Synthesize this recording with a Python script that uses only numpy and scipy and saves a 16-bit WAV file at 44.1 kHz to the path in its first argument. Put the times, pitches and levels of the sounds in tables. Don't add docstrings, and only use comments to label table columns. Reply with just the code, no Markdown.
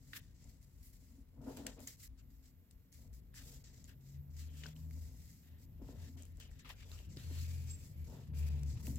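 import sys
import numpy as np
from scipy import signal
from scipy.fft import rfft, irfft, next_fast_len
from scipy.io import wavfile
from scipy.ndimage import uniform_filter1d

SR = 44100
rng = np.random.default_rng(int(sys.argv[2]) if len(sys.argv) > 2 else 0)


def unload_audio(sound):
    columns = np.transpose(np.atleast_2d(sound))
    steps = np.round(np.clip(columns, -1, 1) * 32767)
    wavfile.write(sys.argv[1], SR, steps.astype(np.int16))


N = 396018

# (frequency [Hz], relative level [dB])
HISS_COLOUR = [(88, -36), (150, -4), (193, -0.5), (254, -2), (375, -11), (771, -21.5), (1930, -23),
               (3880, -28), (7530, -46), (8640, -40), (10500, -30), (14100, -29.5), (15800, -20)]
HISS_DB = -76.5
# (time [s], level [dB])
WHINE_LEVELS = [
    [(0.0, -103), (0.406, -103), (0.752, -92), (1.744, -89), (1.8, -95)],
    [(2.1, -100), (2.25, -80), (3.17, -84.5), (4.18, -78.5), (4.69, -81), (4.78, -78.5), (5.73, -80),
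     (6.2, -81)],
    [(6.22, -83), (7.3, -78), (7.59, -86), (8.0, -73.5), (8.57, -85), (8.98, -83)],
]
WHINE_PITCHES = (14482, 14461, 14413)
# (time [s], level [dB])
TRAFFIC_LEVEL = [(0.0, -62), (1.67, -59), (1.7, -54.5), (1.98, -69), (2.1, -55.5), (2.73, -67), (2.77, -56),
                 (2.85, -70.5), (3.1, -55.5), (3.93, -63.5), (5.2, -57.5), (5.5, -74), (5.85, -53),
                 (6.22, -67), (6.3, -56.5), (8.0, -60.5), (8.1, -52.5), (8.23, -70), (8.5, -48.5),
                 (8.98, -59)]
# (time [s], level [dB])
VEHICLE_LEVEL = [(0.0, -63.5), (0.1, -63.5), (1.35, -73), (1.4, -57.5), (1.93, -69.5), (2.82, -73),
                 (2.9, -72), (3.1, -65), (5.63, -64), (5.9, -55.5), (5.95, -59), (6.03, -57.5), (6.1, -61),
                 (6.93, -67), (7.1, -56), (7.18, -55.5), (7.23, -58), (7.63, -56.5), (7.83, -57),
                 (8.7, -52.5), (8.73, -50.5), (8.98, -48)]
BODY_DB, BODY_FOLLOW = -62, 0.76
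# (start [s], length [s], frequency [Hz], top level [dB], place [0-1])
BOOM_SWELLS = [(4.1, 0.14, 76.8, -50, 0.69), (4.25, 0.54, 76.97, -49, 0.25), (4.67, .49, 77.7, -46.5, 0.59),
               (5.15, 0.16, 77, -57, 0.6), (5.39, 0.22, 80.16, -57.5, 0.73), (5.71, 0.26, 84.9, -55, 0.7),
               (5.97, 0.11, 83, -48.5, 0.46), (6.07, 0.44, 82.5, -51.5, 0.27), (6.41, 0.5, 82.1, -64, 0.5),
               (6.78, 0.33, 85.15, -52.5, 0.5), (7.12, 0.066, 87, -52, .5), (7.22, 0.76, 81.8, -42, 0.29),
               (7.79, 0.072, 78, -48.5, 0.52), (7.91, 0.19, 77.6, -46, 0.54), (8.16, 0.16, 68, -60, 0.8),
               (8.25, 0.4, 74.5, -36.5, 0.57), (8.58, 0.18, 71.97, -37.5, 0.58),
               (8.8, 0.21, 70, -42.5, 0.5)]
# (time [s], frequency [Hz], level [dB])
ENGINE_ORDERS = [
    [(3.4, 131.1, -81), (3.46, 133.5, -61.5), (3.89, 129.8, -69.5), (4.17, 140.9, -53),
     (4.49, 148.1, -69.5), (4.63, 152.9, -55), (4.92, 158, -55), (5.04, 160.7, -71), (5.29, 163.4, -64.5),
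     (5.45, 169, -78)],
    [(7.25, 133, -58.5), (7.4, 130.6, -56), (7.55, 125.4, -58), (7.66, 123.6, -53.5), (7.74, 121, -62)],
    [(7.76, 139.9, -60), (7.924, 147.6, -62), (8.152, 150.9, -61), (8.398, 142.4, -50.5),
     (8.474, 143.2, -57.5), (8.626, 143.4, -42.5), (8.75, 139, -60)],
    [(8.66, 129.2, -75), (8.742, 120.6, -45.5), (8.86, 116.3, -59), (8.9, 122, -45.5), (8.98, 114, -61)],
]
# (frequency [Hz], width [Hz], relative level [dB])
DRUM_MODES = [(226, 16, -6), (268, 16, 0)]
# (frequency [Hz], width [Hz], relative level [dB])
UPPER_MODES = [(371, 23, -0.5), (458.3, 39, 0), (529, 50, -2.5), (613, 83, -2), (730, 87, -6),
               (900, 150, -7), (1074, 120, -11.5), (1330, 320, -14.5)]
# (start [s], length [s], drum level [dB], place [0-1], upper modes above the drum [dB])
TABLE_PUSHES = [(0.076, 0.16, -69.5, 0.48, -9.5), (0.358, 0.21, -69, 0.57, -9),
                (0.943, 0.33, -70, 0.68, -14), (1.295, 0.23, -57.5, 0.69, -7),
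                (1.437, 0.11, -56, 0.61, 3.5), (1.512, 0.15, -49.5, 0.56, -7.5),
                (1.647, 0.12, -53.5, 0.11, -2.5), (1.762, 0.2, -60.5, 0.14, -4),
                (2.047, 0.65, -74, 0.23, -30), (2.97, 0.23, -71.5, 0.3, -5.5), (3.301, 0.34, -66, 0.54, -6),
                (3.628, 0.87, -74.5, 0.1, -5), (4.15, 0.74, -67, 0.45, -12.5),
                (4.597, 0.13, -68.5, 0.55, 2.5), (4.725, 0.097, -61, 0.59, -14),
                (4.82, 0.54, -67.5, 0.32, -9.5), (5.45, 0.35, -70.5, 0.3, -11),
                (5.787, 0.077, -71.5, .5, 5.5), (5.853, 0.29, -64, 0.24, -2), (6.06, .13, -61, 0.26, -22),
                (6.153, 0.21, -62.5, 0.08, -8), (6.376, 0.33, -69, 0.07, -4.5), (6.63, 0.17, -79, .5, 5.5),
                (6.777, 0.33, -73, 0.47, 2), (7.065, 0.3, -70, .5, -2.5), (7.257, 0.15, -72.5, 0.5, 4),
                (7.364, 1, -74.5, 0.1, -0.5), (8.04, 0.22, -66.5, 0.46, 3.5), (8.294, 0.54, -70, 0.32, 1.5),
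                (8.687, 0.22, -63.5, 0.89, 0.5), (8.88, 0.21, -55.5, 0.2, -20)]
REST_DRUM_DB, REST_UPPER_DB = -78, -89
# (time [s], drum peak [dB], upper modes above it, or hardness [dB], soft thud above it [dB])
FINGER_TAPS = [(1.021, -61, -9, -17), (1.103, -64, -12, -16), (1.181, -57.5, -15, -15),
               (1.343, -64, -15, -16), (1.45, -51, -22, -30), (1.472, -43, -13, -28), (1.585, -52, -2, -33),
               (1.602, -48, -16, -13), (1.667, -47.5, -11, -27), (1.783, -51.5, -4.5, -28),
               (3.053, -65, -18, -7), (4.636, -67, -17, -6), (5.794, -61, -7, -6), (5.816, -48.5, -7, 1),
               (5.886, -51, 2.5, -17), (6.646, -63, -10, -8), (7.168, -52.5, -5, 6), (7.309, -51, -5, 1),
               (8.103, -55.5, -10, -9), (8.876, -45, -9, -6), (8.898, -52, -20, -14)]
# (start [s], length [s], frequency [Hz], top level [dB], place [0-1])
SKIN_SQUEAKS = [(7.69, 0.039, 7540, -49.5, 0.6), (7.722, 0.057, 7560, -55.5, 0.3),
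                (7.77, 0.085, 7560, -68, 0.3)]
# (time [s], level before a later lift [dB], centre [Hz], share of wide crack [0-1])
CREASE_SNAPS = [(0.1319, -44.5, 1840, 0), (0.4415, -59, 7360, 0), (0.6275, -63, 6460, 0.5),
                (1.5704, -43.5, 3120, 0.94), (1.6658, -33, 7500, 0.6), (1.803, -49, 7300, 0.6),
                (1.8738, -38, 7040, 0.43), (2.018, -53, 7900, 0.2), (2.7099, -55, 8100, 0.66),
                (2.9257, -58, 6460, 0.2), (3.1373, -62, 6400, 0.2), (3.341, -54, 1810, 0.56),
                (3.8412, -53, 7400, 0), (3.891, -56, 1700, 0.6), (4.367, -61, 7250, 0.1),
                (4.6354, -47, 2920, 0), (4.6575, -51, 1530, 0.12), (4.664, -48, 5200, 0),
                (4.7627, -58, 2962, 0.44), (4.9087, -56, 2160, 0.73), (5.884, -59, 1800, 0.7),
                (6.222, -50.5, 7700, 0.2), (6.232, -55, 6500, .3), (6.252, -53.5, 7300, 0.4),
                (6.3704, -57.5, 7300, 0.5), (6.4, -48.5, 3160, 0.66), (6.5128, -58, 1890, 0.56),
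                (6.5941, -55, 2240, 0.4), (6.647, -57, 1400, 0.2), (6.662, -63, 2900, 0.35),
                (6.6917, -48, 2060, 0.74), (6.9155, -49, 4000, 0.5), (6.989, -51, 2860, 0.42),
                (7.17, -50, 4830, 0), (8.6322, -48.5, 5660, 0.54), (8.8684, -41, 2770, 0.87),
                (8.957, -45, 7340, 0.4)]
# (frequency [Hz], relative level [dB])
SLIDE_COLOUR = [(2500, -49), (3600, -16.5), (4400, -6), (4720, -2), (5300, -1.5), (6500, -1.5), (7500, 2),
                (8300, -6.5), (9500, -27.5), (12000, -47)]
# (frequency [Hz], relative level [dB])
FLEX_COLOUR = [(900, -14), (1300, -5), (1500, -5), (1800, -1), (2200, -2), (2700, 1), (3200, -1.5),
               (4000, -4), (5000, -12), (7000, -24)]
# (frequency [Hz], relative level [dB])
EDGE_COLOUR = [(6500, -22), (9000, -2.5), (10500, 1), (12000, 4), (14000, 5), (16000, -0.5)]
# (start [s], length [s], top hiss level [dB], place [0-1], dry edge above the hiss [dB])
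FINGER_STROKES = [(0.0, 0.13, -69.5, 1, -2.5), (0.128, 0.07, -57.5, 0.56, 4.5),
                  (0.203, 0.13, -76, 0.26, -4), (0.344, 0.11, -73.5, 0.7, -8),
                  (0.443, 0.093, -69.5, 0.57, -4), (0.535, 0.074, -77.5, 0, -3),
                  (0.611, 0.039, -72.5, 0.6, 1), (0.643, .191, -79.5, .95, 1),
                  (0.828, 0.089, -68.5, .35, 5), (0.907, 0.067, -70, 0.54, 1),
                  (.965, 0.26, -77, 0.32, -0.5), (1.414, 0.17, -67, 0.61, -1.5), (1.564, 0.15, -65, 0, -2),
                  (1.665, 0.016, -41, 0, -12), (1.68, 0.1, -63, 0, -7), (1.791, 0.14, -64.5, 0.32, -1),
                  (1.871, 0.091, -52.5, 0, -2.5), (1.968, 0.11, -60.5, 0.63, 0.5),
                  (2.176, 0.038, -74, .38, -8), (2.302, .115, -81.5, 0, -3), (2.424, 0.089, -71, 0.42, -6),
                  (2.704, 0.035, -78, 0.2, -3), (2.919, 0.16, -69.5, 0.16, 0), (3.128, 0.074, -72, 0.2, 2),
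                  (3.346, 0.13, -60.5, 0.19, -4), (3.418, .112, -61.5, 0.65, -1),
                  (3.516, 0.11, -62, 0.16, -4.5), (3.639, 0.089, -63.5, 0.08, -15),
                  (3.729, 0.18, -69.5, .1, -9), (3.845, 0.022, -68, 0.1, -5),
                  (3.875, 0.058, -68.5, 0.1, -3), (4.006, 0.17, -71.5, 0.53, -6),
                  (4.303, 0.063, -73, 0.63, -9), (4.364, 0.12, -61.5, 0.25, -5),
                  (4.501, .133, -65, 0.7, -3), (4.634, 0.031, -62, 0.1, -12), (4.65, .082, -63, 0.2, -5),
                  (4.753, 0.035, -68, .4, -6), (4.782, 0.13, -74, 0.07, -1.5), (4.898, 0.35, -69, 0.37, -2),
                  (5.129, 0.35, -69.5, 0.43, -1.5), (5.426, 0.099, -82.5, 0.1, 3),
                  (5.581, 0.074, -73, 0.67, -1), (5.818, 0.11, -70, 0.78, -6), (5.927, 0.23, -68, 0.52, -4),
                  (6.169, .087, -67.5, 0.14, -4), (6.257, 0.07, -78, 0, 0), (6.346, 0.06, -80, .45, -5),
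                  (6.397, 0.082, -63, 0, -8), (6.504, 0.084, -74, 0.2, -11), (6.589, 0.036, -64, 0.07, -17),
                  (6.649, 0.088, -68, 0.64, -1), (6.752, 0.12, -69, .46, -7),
                  (6.851, 0.22, -63.5, 0.43, -5), (7.089, 0.094, -67.5, 0.39, -11),
                  (7.162, 0.2, -66, 0.13, -3), (7.228, 0.21, -59, 0.94, -2.5),
                  (7.438, 0.41, -62.5, 0, -1.5), (7.67, 0.089, -58, 0.32, -7.5),
                  (7.786, 0.15, -66, 0.43, -2.5), (7.937, .1, -79, 0.8, -6), (8.041, 0.25, -70, 0.27, -6),
                  (8.341, 0.11, -64, 0.44, -0.5), (8.41, 0.08, -62.5, 1, 0.5), (8.5, 0.19, -71, 0, -2),
                  (8.658, 0.15, -61.5, 0.31, -8), (8.777, 0.081, -68.5, 0.4, -2),
                  (8.827, 0.17, -59, 0.31, 0), (8.958, 0.033, -63, 0.2, -8)]
# (start [s], length [s], top level [dB], place [0-1], pitch of the pocket [Hz])
SHEET_FOLDS = [(0.132, 0.016, -48, 0, 1730), (0.142, 0.068, -53, 0.31, 1770), (0.2, 0.13, -81, 0.1, 1820),
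               (1.433, 0.17, -69, .5, 900), (1.566, 0.11, -63.5, 0.15, 900), (1.663, 0.071, -54, 0, 1790),
               (1.767, 0.052, -69.5, 0.46, 1060), (2.18, 0.038, -77, 0.6, 1460),
               (3.333, 0.094, -63.5, 0.64, 1850), (3.435, 0.15, -80, 0, 3600),
               (3.658, 0.05, -76, 0.4, 1950), (3.882, 0.064, -67.5, 0.28, 1620),
               (4.133, .072, -81, 0, 2000), (4.402, .102, -70, 0.2, 4200), (4.485, 0.19, -65, 0.72, 3180),
               (4.634, 0.031, -55, 0, 2960), (4.655, 0.083, -61.5, 0.05, 3320), (4.77, 0.088, -79, 0, 900),
               (5.43, 0.19, -77, 0.1, 1920), (5.657, 0.22, -87, 0, 900), (5.819, 0.098, -72, 1, 900),
               (5.911, 0.18, -70, 0.74, 1890), (6.174, 0.097, -66.5, 0.06, 3170),
               (6.278, 0.21, -82.5, .1, 1976), (6.405, 0.094, -64, 0.06, 3040),
               (6.5, 0.16, -72.5, 0.65, 1900), (6.645, 0.088, -58.5, 0.23, 1030),
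               (6.69, 0.042, -53.5, 0.3, 956), (6.733, 0.036, -68.5, 0, 1490),
               (6.755, 0.098, -63, 0.63, 2360), (6.84, 0.08, -70, 0.95, 3490),
               (6.913, 0.057, -62.5, 0.34, 1300), (6.97, 0.14, -67.5, 0.02, 2900),
               (7.17, 0.15, -62.5, 0.1, 3940), (7.225, 0.24, -61, 0.69, 4320), (7.442, 0.4, -66, 0, 2420),
               (7.927, 0.15, -76.5, 0.65, 2260), (8.082, 0.24, -71.5, 0.38, 900),
               (8.333, 0.35, -64.5, 0.38, 2470), (8.75, 0.081, -67, 0.3, 980)]
STILL_DB, REST_FLEX_DB, REST_EDGE_DB = -89.5, -91, -89.5
REST_POCKET_HZ = 2096
FADE_SHARE = 0.5
FLEX_PER_STROKE_DB = -8
LEAD_S = 0.000095
STREET_LEAD_S = -0.0012


def gain_of(db):
    return 10 ** (np.asarray(db) / 20)


def evened(x):
    return x / np.sqrt(np.mean(x ** 2) + 1e-20)


def columns(rows):
    s, *values = np.transpose(rows)
    t = np.arange(N) / SR
    running = 1.0 * (t > s[0]) * (t <= s[-1] + 0.001)
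    return [np.interp(t, s, v) for v in values], uniform_filter1d(running, size=200)


def add(mix, s, sound):
    part = mix[..., round(max(s, 0) * SR):][..., :sound.shape[-1]]
    part += sound[..., :part.shape[-1]]


def coloured(x, points):
    size = next_fast_len(N)
    hz, db = np.transpose(points)
    log_hz = np.log(np.fft.rfftfreq(size, 1 / SR) + 1)
    shape = np.interp(log_hz, np.log(hz), db, left=-90, right=-90)
    return irfft(rfft(x, size) * gain_of(shape), size)[..., :N]


def mode(x, hz, width):
    return signal.lfilter(*signal.iirpeak(hz, hz / abs(width), fs=SR), x)


def rung(x, modes):
    total = 0
    for k, (hz, width, db) in enumerate(modes):
        total = total + (-1) ** k * gain_of(db) / np.sqrt(abs(width)) * mode(x, hz, width)
    return total


def resonate(x, hz, width):
    turn = np.exp(2j * np.pi * np.cumsum(hz * np.ones(N)) / SR)
    r = np.exp(-np.pi * abs(width) / SR)
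    return 2 * (turn * signal.lfilter([1 - r], [1, -r], x / turn)).real


def ports(x, same, pan_db, lead_s=LEAD_S):
    same = np.clip(same, 0, 1)
    right = same * x[0] + np.sqrt(1 - same ** 2) * x[1]
    size = next_fast_len(N + 512)
    right = np.pad(right, (0, size - N), "reflect")
    delay = np.exp(-2j * np.pi * np.fft.rfftfreq(size, 1 / SR) * lead_s)
    late = irfft(rfft(right, size) * delay, size)[:N]
    return np.array([x[0] * gain_of(pan_db / 2), late / gain_of(pan_db / 2)])


def swell(length, place, point):
    done = np.arange(0, length, 1 / SR) / length
    bend = np.log(0.5) / np.log(np.clip(place, 0.05, 0.95))
    return abs(np.sin(np.pi * done ** bend)) ** point


def swelling_tone(rows, point, pan_db, lead_s):
    out = np.zeros((2, N))
    balance_db = np.array([[pan_db], [-pan_db]]) / 2
    for (s, length, hz, db, place), turn in zip(rows, rng.random(len(rows))):
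        shape = swell(length, place, point)
        turns = hz * (np.arange(len(shape)) / SR - np.array([[0], [lead_s]])) + turn
        add(out, s, gain_of(db + balance_db) * shape * np.sqrt(2) * np.sin(2 * np.pi * turns))
    return out


def tone(rows, waver_hz, pan_db, lead_s):
    (hz, db), running = columns(rows)
    waver = evened(uniform_filter1d(rng.standard_normal(N), int(SR / waver_hz)))
    turns = np.cumsum(hz) / SR + rng.random() - np.outer([0, lead_s], hz)
    line = np.sqrt(2) * np.sin(2 * np.pi * turns) * gain_of([[pan_db / 2], [-pan_db / 2]])
    return gain_of(db + 1.2 * waver) * running * line


def grains(per_s, spread_db, smooth):
    clumps = gain_of(1.4 * evened(uniform_filter1d(rng.standard_normal(N), size=500)))
    sign = rng.choice([-1., 1.], (2, N))
    size = gain_of(spread_db * np.minimum(rng.exponential(1, (2, N)), 4)) * sign
    ticks = size * (rng.random((2, N)) < per_s / SR)
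    return clumps * (evened(ticks) + smooth * rng.standard_normal((2, N)))


def hiss():
    noise = coloured(rng.standard_normal((2, N)), HISS_COLOUR)
    return gain_of(HISS_DB) * ports(evened(noise), 0.63, 0.84)


def whine():
    total = 0
    for hz, rows in zip(WHINE_PITCHES, WHINE_LEVELS):
        total = total + tone([(s, hz, db) for s, db in rows], 22.0, -12.0, -0.000021)
    return total


def hump(db, hz, width):
    noise = rng.standard_normal((2, N))
    return gain_of(db) * evened(mode(mode(noise, hz, width), hz, width))


def traffic():
    (deep_db,), _ = columns(TRAFFIC_LEVEL)
    (upper_db,), _ = columns(VEHICLE_LEVEL)
    middle_db = BODY_DB + BODY_FOLLOW * (upper_db + 63.5)
    low = hump(deep_db, 52.7, 38) + hump(middle_db, 81.3, 32)
    upper = hump(upper_db, 127.5, 83.7)
    return ports(low, 1.0, 3.7, STREET_LEAD_S) + ports(upper, 1.0, 2.1, STREET_LEAD_S / 4)


def boom():
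    return swelling_tone(BOOM_SWELLS, 1, 3.0, STREET_LEAD_S)


def engine():
    return sum(tone(rows, 24.0, 1.8, -0.00014) for rows in ENGINE_ORDERS)


def table_pushes():
    power = gain_of([[REST_DRUM_DB], [REST_UPPER_DB]]) ** 2 * np.ones(N)
    for s, length, db, place, upper_db in TABLE_PUSHES:
        add(power, s, (gain_of([[db], [db + upper_db]]) * swell(length, place, 1.1)) ** 2)
    scrape = grains(400, 2.75, 0.74)
    # (frequency [Hz], relative level [dB])
    drum_colour = [(130, -37), (200, 5), (300, -6), (420, -1), (900, -28)]
    upper_colour = [(250, -21.5), (420, -4), (1500, -1.5), (2400, -16)]
    drum = np.sqrt(power[0]) * evened(coloured(rung(scrape, DRUM_MODES), drum_colour))
    upper = np.sqrt(power[1]) * evened(coloured(rung(scrape, UPPER_MODES), upper_colour))
    return ports(drum, 1.0, 2.7, 0.00001) + ports(upper, 0.49, 3.1, 0.00002)


def table_taps():
    blows, pad = np.zeros((3, N)), np.hanning(40)
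    for s, db, hard_db, thud_db in FINGER_TAPS:
        add(blows, s, gain_of([[db], [db + hard_db], [db + thud_db]]) * pad)
    one_blow = np.pad(pad, (0, 2000))
    # (frequency [Hz], width [Hz], relative level [dB])
    flesh = [(367, 180, 0), (164, 82, 0)]
    taps = 0
    for blow, modes in zip(blows, (DRUM_MODES, UPPER_MODES, flesh)):
        taps = taps + rung(blow, modes) / abs(rung(one_blow, modes)).max()
    return taps * gain_of([[0.8], [-0.8]])


def squeak():
    return swelling_tone(SKIN_SQUEAKS, 2.1, -1.7, LEAD_S)


def snaps():
    out, t = np.zeros((2, N + 4000)), np.arange(2000) / SR
    crisp = signal.butter(2, [1100, 16000], "band", fs=SR)
    tail = gain_of(-31 - 60 * t / 0.22) * (1 - np.exp(-t / 0.0037))

    def burst(peak_s):
        return np.exp(-abs(t - peak_s) / np.where(t < peak_s, 0.0002, 0.0005))

    envelope = burst(0.00122) + 0.17 * burst(0.00417) + tail
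    for (s, db, hz, wide), noise in zip(CREASE_SNAPS, rng.standard_normal((len(CREASE_SNAPS), 3, 2000))):
        blow = (noise[:2] * 1.76 + noise[2] * 0.23) * envelope
        crack = signal.lfilter(*crisp, blow)
        ring = mode(blow, hz, hz / 10.0)
        wide = np.clip(wide, 0, 1)
        snap = wide * crack / abs(crack).max() + (1 - wide) * ring / abs(ring).max()
        for side, sign in enumerate((1, -1)):
            at = round((s + side * LEAD_S) * SR)
            out[side, at:at + 2000] += gain_of(db + 8.0 + sign * 2.06) * snap[side]
    return out[:, :N]


def movement(length, top_db, place):
    done, place = np.arange(0, length, 1 / SR) / length, np.clip(place, 0, 1)
    return top_db - FADE_SHARE * (top_db - STILL_DB) * abs(done - place) / max(place, 1 - place)


def patchy(x, patch_db):
    z = signal.stft(x, nperseg=256)[2]
    patches = uniform_filter1d(rng.standard_normal(z.shape[1:]), size=4, axis=0)
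    patches = uniform_filter1d(patches, size=8, axis=1)
    return signal.istft(z * gain_of(patch_db * evened(patches)), nperseg=256)[1][:, :N]


def air_pocket(fibres, hz):
    def ringing(pitch):
        return resonate(resonate(fibres[0], pitch, 650.0), pitch, 650.0)

    return ringing(hz) + 0.44 * ringing(2 * hz)


def rustle():
    power = gain_of([[STILL_DB], [REST_FLEX_DB], [REST_EDGE_DB]]) ** 2 * np.ones(N)
    pocket_hz = np.full(N, 1.0 * REST_POCKET_HZ)
    late = 0.00078
    for s, length, db, place, edge_db in FINGER_STROKES:
        parts_db = movement(length, db, place) + np.array([[0], [FLEX_PER_STROKE_DB], [edge_db]])
        add(power, s + late, gain_of(parts_db) ** 2)
    for s, length, db, place, hz in SHEET_FOLDS:
        add(power[1], s + late, gain_of(movement(length, db, place)) ** 2)
        pocket_hz[round(s * SR):round((s + length) * SR)] = hz
    level = uniform_filter1d(np.sqrt(power), size=130, axis=1)
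    fibres = patchy(grains(2500, 0.65, 2.86), 0.94)
    slide = level[0] * evened(coloured(fibres, SLIDE_COLOUR))
    sheet = evened(coloured(fibres, FLEX_COLOUR)) + 0.44 * evened(air_pocket(fibres, pocket_hz))
    flex = level[1] * evened(sheet)
    edge = level[2] * evened(coloured(fibres, EDGE_COLOUR))
    return ports(slide, 0.057, 1.8) + ports(flex, 0.14, 3.5, 0.00007) + ports(edge, 0.15, -2.5)


def scene():
    background = hiss() + whine()
    street = traffic() + boom() + engine()
    table = table_pushes() + table_taps()
    paper = squeak() + snaps() + rustle()
    return background + street + table + paper


def roll_off(x):
    return signal.sosfilt(signal.butter(12, 16660, fs=SR, output="sos"), x)


def record(dry):
    return roll_off(dry)


dry = scene()
out = record(dry)
unload_audio(out)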